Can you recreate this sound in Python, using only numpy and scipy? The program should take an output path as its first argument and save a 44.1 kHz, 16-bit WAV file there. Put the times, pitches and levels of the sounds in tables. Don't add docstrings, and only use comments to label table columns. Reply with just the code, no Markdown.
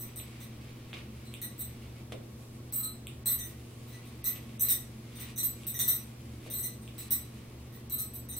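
import sys
import numpy as np
from scipy import signal
from scipy.fft import rfft, irfft, next_fast_len
from scipy.io import wavfile
from scipy.ndimage import uniform_filter1d, minimum_filter1d

SR = 44100
rng = np.random.default_rng(int(sys.argv[2]) if len(sys.argv) > 2 else 0)


def volts_from_decibels(level):
    exponent = np.asarray(level, float) / 20
    return 10 ** exponent


def log_audio(samples):
    frames = np.atleast_2d(samples).T
    limited = np.clip(frames, -1, 1)
    pcm = np.round(limited * 32767).astype(np.int16)
    wavfile.write(sys.argv[1], SR, pcm)


N = 369999

# (frequency [Hz], density [dB per Hz])
AIR_SPECTRUM = [(20, -11.5), (48, -54), (95, -6), (140, -9.5), (200, -10), (300, -10.5), (500, -18),
                (730, -24), (1000, -28), (1510, -31.5), (3940, -36), (6910, -43.5), (13200, -39.5),
                (16000, -39.5)]
# (frequency [Hz], side over mid [dB])
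AIR_WIDTH = [(60, -37), (150, -18.5), (380, -8.5), (950, 0.5), (2380, -3), (5980, 6.5), (15000, 0)]
# (frequency [Hz], bandwidth [Hz], level [dB])
DUCT_RESONANCES = [(73.9, 14.2, -54.5), (135.7, 4.7, -60), (220.8, 12.5, -56.5), (332.6, 18, -64.5),
                   (1101, 35, -74.5)]
# (frequency [Hz], level [dB rms])
MOTOR_HUM = [(120, -48.5), (240, -58), (360, -68.5), (480, -71.5)]
# (frequency [Hz], t60 [s])
ROOM_DECAY = [(300, 0.59), (2500, 0.33), (8000, 0.29), (15000, 0.19)]
# (frequency [Hz], level [dB])
RUSTLE_BODY_SPECTRUM = [(500, -45), (1100, -5.5), (1600, -11), (2300, -2), (3300, -7), (5000, -13),
                        (7000, -25.5), (16000, -45)]
# (frequency [Hz], level [dB])
RUSTLE_SHEEN_SPECTRUM = [(2000, -40), (4000, -17), (8000, -3), (12000, -4.5), (15500, -29)]
# (peak time [s], level [dB], swell [s], fade [s], sheen above the body [dB])
HAIR_STROKES = [(.1, -57.5, 0.4, 0.093, -27), (.21, -60.5, 0.068, 0.44, -19),
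                (.42, -55.5, 0.54, 0.26, -9.5), (.65, -59.5, 0.36, 2.7, -13),
                (0.935, -47.5, .005, 0.18, -18), (1.45, -72, 0.38, 1, -2), (1.85, -59.5, 0.99, 0.53, -10),
                (2.123, -44, 0.004, 0.027, -12), (2.45, -71, 0.43, 0.63, 5.5), (2.78, -62.5, 0.36, .8, -16),
                (3.08, -67, 0.065, 0.072, -7), (3.34, -62, 0.14, 3.6, -2), (4.04, -58.5, 0.3, 0.34, -16),
                (4.37, -54.5, 0.34, 0.13, -23), (4.55, -61.5, 0.54, 1.4, -9), (4.7, -51, 0.059, 0.13, 9),
                (5.21, -51.5, 0.17, 0.24, -13), (5.3, -52, 0.22, 0.081, -8), (5.65, -60.5, 0.75, 0.25, -2),
                (5.77, -61.5, 0.11, 4.8, -5), (6.47, -55, 0.096, 0.095, -7), (6.99, -56, 0.073, 0.51, 0.5),
                (7.2, -63, 0.54, 2.6, -17), (8.39, -74, .2, .2, -4)]
# (time [s], nail [dB], thud [dB], snap [dB], edge [dB])
NAIL_TICKS = [(0.1992, -49, -57, -63, -60), (0.9305, -42, -55, -41.5, -70), (1.3396, -44.5, -73, -63, -47),
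              (2.1214, -48, -43, -44, -58), (3.0698, -44.5, -90, -74, -45.5),
              (4.3602, -51.5, -56, -65, -68), (4.4387, -70, -64, -77, -74), (4.4932, -59, -59, -68, -68),
              (5.6344, -52.5, -77, -63, -57), (6.4632, -62, -49.5, -56, -69),
              (6.8773, -50.5, -79, -92, -60)]
# (from [Hz], to [Hz], level [dB])
TICK_LAYERS = [
    (2330, 3650, 12.5),
    (269, 700, 8.5),
    (865, 2840, 5.5),
    (7600, 9500, 11.5),
    (11200, 14800, 10),
]
THIN_MODES_HZ = [1245, 1272, 3950, 4067, 7967, 8188, 9380, 9475, 10350, 12860, 13066, 13370, 13570, 14530,
                 6060, 10900]
# (level [dB], t60 [s])
THIN_MODES = [(-16.5, 0.054), (-12.5, 0.17), (-1.5, 0.16), (5.5, 0.11), (1, 0.084), (3, 0.04), (-37, 0.054),
              (-9.5, 0.033), (-19, 0.061), (-46, .08), (-3, 0.08), (0.5, 0.045), (-25, .08), (-18, .06),
              (-13, 0.027), (-24.5, 0.15)]
WIDE_MODES_HZ = [1930, 1985, 3652, 3792, 5490, 5891, 6101, 8614, 8917, 9175, 11500, 11765, 12150, 12240,
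                 15120, 15410]
# (level [dB], t60 [s])
WIDE_MODES = [(2, 0.091), (1, 0.12), (-1.5, 0.087), (2.5, 0.036), (-13, 0.07), (-4.5, 0.1), (3.5, 0.059),
              (-2, 0.05), (1, 0.049), (-4, 0.044), (-17, 0.11), (-0.5, 0.057), (5.5, 0.032), (-32, 0.05),
              (-13, 0.1), (3, 0.049)]
# (from [Hz], to [Hz])
THIN_TILT_HZ = (4070, 13200)
# (from [Hz], to [Hz])
WIDE_TILT_HZ = (1960, 11900)
# (time [s], thin level [dB], wide level [dB],
# thin brightness [dB per octave], wide brightness [dB per octave])
WRIST_CLASHES = [(0.0, -39.5, -41, 13, 8.2), (0.16, -37.5, -45, 11, 4.4), (0.4037, -46, -52, 10, 4),
                 (1.25, -55, -64, 6.7, 2.7), (1.4165, -32, -43, 11.3, 3.7), (1.58, -39.5, -51, 11.3, 10),
                 (2.7244, -30.5, -30.5, 13, 22), (3.2578, -22, -31.5, 12.3, 8.5),
                 (3.388, -38, -39.5, 12.7, 4), (3.8774, -64, -56, 4, 4), (4.2423, -32.5, -32.5, 9.1, 7.5),
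                 (4.5954, -30, -36.5, 14.7, 8), (4.686, -18.5, -22.5, 16, 9.5), (5.153, -52, -48, 10, 6),
                 (5.3608, -48, -40.5, 10.7, 6.3), (5.668, -31, -33.5, 16, 11.3),
                 (5.791, -25.5, -24, 11.3, 6.8), (6.501, -35, -35.5, 16.6, 8.3),
                 (6.981, -46.5, -40, 3.8, 11.6), (7.107, -23, -27.5, 12.7, 8.2), (7.725, -52, -57, 12, 4),
                 (7.8982, -36, -44, 7.6, 8), (8.136, -35, -45, 17, 12), (8.288, -41, -42, 8.7, 8)]
# (time [s], thin level [dB], wide level [dB], brighter
# than the clash before [dB per octave])
BOUNCES = [(1.592, -34.5, -36.5, 3.5), (1.604, -38.5, -43.5, -2.5), (2.759, -25, -42, 6),
           (2.795, -31, -55, -2.5), (2.829, -28.5, -42, -3.5), (3.273, -24.5, -45, 0),
           (3.299, -21, -31.5, 5.5), (3.435, -36, -39, 20), (3.92, -64, -58, -3.5), (4.052, -66, -57.5, 3),
           (4.259, -21, -34.5, 17), (4.305, -50, -61, 7), (4.608, -15.5, -32, 6.5),
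           (4.6487, -37.5, -67, -10.5), (4.749, -55, -60, -6), (5.198, -45.5, -46.5, -2.5),
           (6.814, -60, -59, -5), (5.3776, -26.5, -35.5, 1), (5.43, -24, -32.5, 6), (5.742, -41, -35.5, -4),
           (5.8385, -30.5, -42, .1), (5.8785, -21.5, -24.5, 2), (5.9294, -30, -40, 12),
           (6.538, -28, -46, -1.3), (6.583, -24.5, -39, -0.5), (6.63, -29, -37, 0.5),
           (7.9215, -24.5, -44, 6.5), (7.9825, -31.5, -31.5, 4.5), (8.3145, -44, -39.5, -0.5),
           (8.364, -32, -43, 4)]


def evened(x):
    return x / np.sqrt(np.mean(x ** 2) + 1e-20)


def read(points, hz):
    f, value = np.transpose(points)
    return np.interp(np.log(hz + 1), np.log(f + 1), value)


def tint(x, points):
    size = next_fast_len(N)
    gain = volts_from_decibels(read(points, np.fft.rfftfreq(size, 1 / SR)))
    return irfft(rfft(x, size) * gain, size)[..., :N]


def ring(x, hz, width_hz):
    r = np.exp(-np.pi * width_hz / SR)
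    w = 2 * np.pi * hz / SR
    return signal.lfilter([0, r * np.sin(w)], [1, -2 * r * np.cos(w), r * r], x)


def drift(hz):
    return evened(ring(rng.standard_normal(N), 1e-3, hz))


def fan():
    mid_noise, side_noise = rng.standard_normal((2, N))
    mid = tint(mid_noise, AIR_SPECTRUM)
    side = tint(tint(side_noise, AIR_SPECTRUM), AIR_WIDTH)
    air = volts_from_decibels(-52.5) * np.array([mid + side, mid - side]) / np.std(mid)

    duct = np.zeros(N)
    for hz, width_hz, db in DUCT_RESONANCES:
        resonance = ring(ring(rng.standard_normal(N), hz, width_hz), hz, width_hz)
        duct += volts_from_decibels(db) * evened(resonance)

    t = np.arange(N) / SR
    waver = 0.45 * drift(4.1)
    hum = np.zeros(N)
    for hz, db in MOTOR_HUM:
        hum += volts_from_decibels(db + 2.5) * np.sin(2 * np.pi * (hz * t + rng.random()) + waver)
    return air + duct + hum * volts_from_decibels(0.54 * drift(7.3))


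def room(x, wet_db, count=3):
    slots = np.arange(200, SR // 3 - 20, 20)
    turn = np.arange(N) / SR * 9.0 + rng.random() * np.pi
    out = x + np.zeros((2, N))
    for k in range(count):
        taps = np.zeros((2, SR // 3))
        at = slots + rng.integers(0, 20, (2, len(slots)))
        np.put_along_axis(taps, at, rng.choice([-1., 1.], (2, len(slots))), 1)
        hz, t, z = signal.stft(taps, SR, nperseg=128)
        build = 1 - np.exp(-t / 0.00057)
        decay = volts_from_decibels(-60 * t / read(ROOM_DECAY, hz)[:, None])
        tail = signal.istft(z * build * decay, SR, nperseg=128)[1]
        tail = tail + 0.073 * tail[::-1]
        tail /= np.linalg.norm(tail[0])
        share = np.sqrt(2 / count) * np.cos(turn + k * np.pi / count) if count > 1 else 1
        out += volts_from_decibels(wet_db) * signal.oaconvolve(x * share, tail, axes=1)[:, :N]
    return out


def strokes():
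    rest_db, rest_sheen_db = -71, -2
    t = np.arange(0, N, 64) / SR
    peak_s, db, swell_s, fade_s, sheen_db = np.array(HAIR_STROKES).T[..., None]
    away = np.where(t < peak_s, (peak_s - t) / swell_s, (t - peak_s) / fade_s)
    power = volts_from_decibels(2 * db - 40 * away)
    body = power.sum(0) + volts_from_decibels(2 * rest_db)
    sheen = (power * volts_from_decibels(2 * sheen_db)).sum(0) + volts_from_decibels(2 * (rest_db + rest_sheen_db))
    return [np.interp(np.arange(N) / SR, t, np.sqrt(p)) for p in (body, sheen)]


def rustle():
    body_level, sheen_level = strokes()
    strength_db = 2.0 * np.minimum(rng.exponential(1, (2, N)), 5)
    slips = volts_from_decibels(strength_db) * rng.standard_normal((2, N))
    slips *= rng.random((2, N)) < 4000 / SR
    slips *= volts_from_decibels(1.5 * drift(25))
    slips = room(slips + .5 * slips[::-1], 0.33, count=1)
    body = evened(tint(slips, RUSTLE_BODY_SPECTRUM))
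    sheen = evened(tint(slips, RUSTLE_SHEEN_SPECTRUM))
    return (body * body_level + sheen * sheen_level) * volts_from_decibels(-0.5)


def ticks():
    pan_db = -1.5
    s, *levels_db = np.transpose(NAIL_TICKS)
    levels_db.append(levels_db[-1])
    at = (s * SR).astype(int)
    side_db = np.array([[.5], [-.5]]) * pan_db
    out = 0
    for level_db, (lo_hz, hi_hz, db) in zip(levels_db, TICK_LAYERS):
        train = np.array([np.bincount(at, w, N) for w in volts_from_decibels(level_db + db + side_db)])
        band = signal.butter(4, [lo_hz, hi_hz], "bandpass", fs=SR, output="sos")
        click = signal.sosfilt(band, signal.unit_impulse(1500))
        out = out + signal.oaconvolve(train, click[None] / abs(click).max())[:, :N]
    return room(out, 1.0, count=1)


def knocks(which):
    clash, bounce = np.array(WRIST_CLASHES), np.array(BOUNCES)
    before = np.searchsorted(clash[:, 0], bounce[:, 0]) - 1
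    clash_bright = clash[:, 3 + which]
    bounce_bright = clash_bright[before] + bounce[:, -1]
    s = np.r_[clash[:, 0], bounce[:, 0]]
    db = np.r_[clash[:, 1 + which], bounce[:, 1 + which]]
    return np.c_[s, db, np.r_[clash_bright, bounce_bright]]


def bangle(rows, modes_hz, modes, tilt_hz, swing):
    count, chatter_s = 14, 0.026
    s, level_db, bright = rows.T
    when = rng.random((len(rows), count))
    when[:, 0] = 0
    at = ((s[:, None] + when * chatter_s) * SR).astype(int).clip(0, N - 1).ravel()
    place = rng.standard_normal((len(rows), count, len(modes) + 1))
    place *= volts_from_decibels(-5.0 * when)[..., None]
    place[:, 0] = 1.4 * np.sign(place[:, 0])
    place /= np.linalg.norm(place, axis=1, keepdims=True)
    out = np.zeros(N)
    for k, (hz, (db, t60)) in enumerate(zip(modes_hz, modes)):
        blow_db = level_db + bright * np.log2(np.clip(hz, *tilt_hz) / tilt_hz[1])
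        force = place[:, :, k] * volts_from_decibels(db + blow_db)[:, None]
        rung = ring(np.bincount(at, force.ravel(), N), hz, np.log(1000) / np.pi / t60)
        pressed = np.bincount(at, (force * place[:, :, k - 1]).ravel(), N)
        rung += volts_from_decibels(5) * ring(pressed, hz * 1.01, 230)
        out += rung * np.roll(swing, k * N // len(modes))
    contact = place[:, :, -1] * volts_from_decibels(level_db[:, None] - 4.0)
    return out + np.diff(np.bincount(at, contact.ravel(), N + 1))


def bangles():
    swing = volts_from_decibels(3.5 * drift(40))
    thin = bangle(knocks(0), THIN_MODES_HZ, THIN_MODES, THIN_TILT_HZ, swing)
    wide = bangle(knocks(1), WIDE_MODES_HZ, WIDE_MODES, WIDE_TILT_HZ, swing[::-1])
    return room(volts_from_decibels(-5.5) * (thin + wide)[None], 7.5)


def scene():
    return bangles() + ticks() + rustle() + fan()


def thin_treble(x, from_hz, below_db):
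    bins = 8
    hz, _, z = signal.stft(x, SR, nperseg=512, noverlap=384)
    band = np.arange(len(hz)) // bins
    power = np.add.reduceat((abs(z) ** 2).sum(0), np.arange(0, len(hz), bins))
    level_db = 10 * np.log10(uniform_filter1d(power, size=7, axis=1) + 1e-20)
    treble = (np.arange(len(power)) >= band[np.searchsorted(hz, from_hz)])[:, None]
    nearby_db = -minimum_filter1d(-level_db * treble + 999 * ~treble, size=5, axis=0)
    loudest_db = -minimum_filter1d(-nearby_db, size=7, axis=1)
    cut_db = np.clip(15 * (loudest_db - below_db - level_db), 0, 50) * treble
    cut_db *= loudest_db > np.median(loudest_db, axis=1, keepdims=True) + 9
    return signal.istft(z * volts_from_decibels(-cut_db[band]), SR, nperseg=512, noverlap=384)[1][:, :N]


def top_cut(x):
    return signal.sosfilt(signal.butter(12, 17140, fs=SR, output="sos"), x)


def record(dry):
    thinned = thin_treble(dry, 3400, below_db=14.5)
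    edge = signal.firwin(255, 15900, window=("kaiser", 6), fs=SR)
    mix = signal.oaconvolve(thinned, edge[None], "same")
    return top_cut(mix)


dry = scene()
out = record(dry)
log_audio(out)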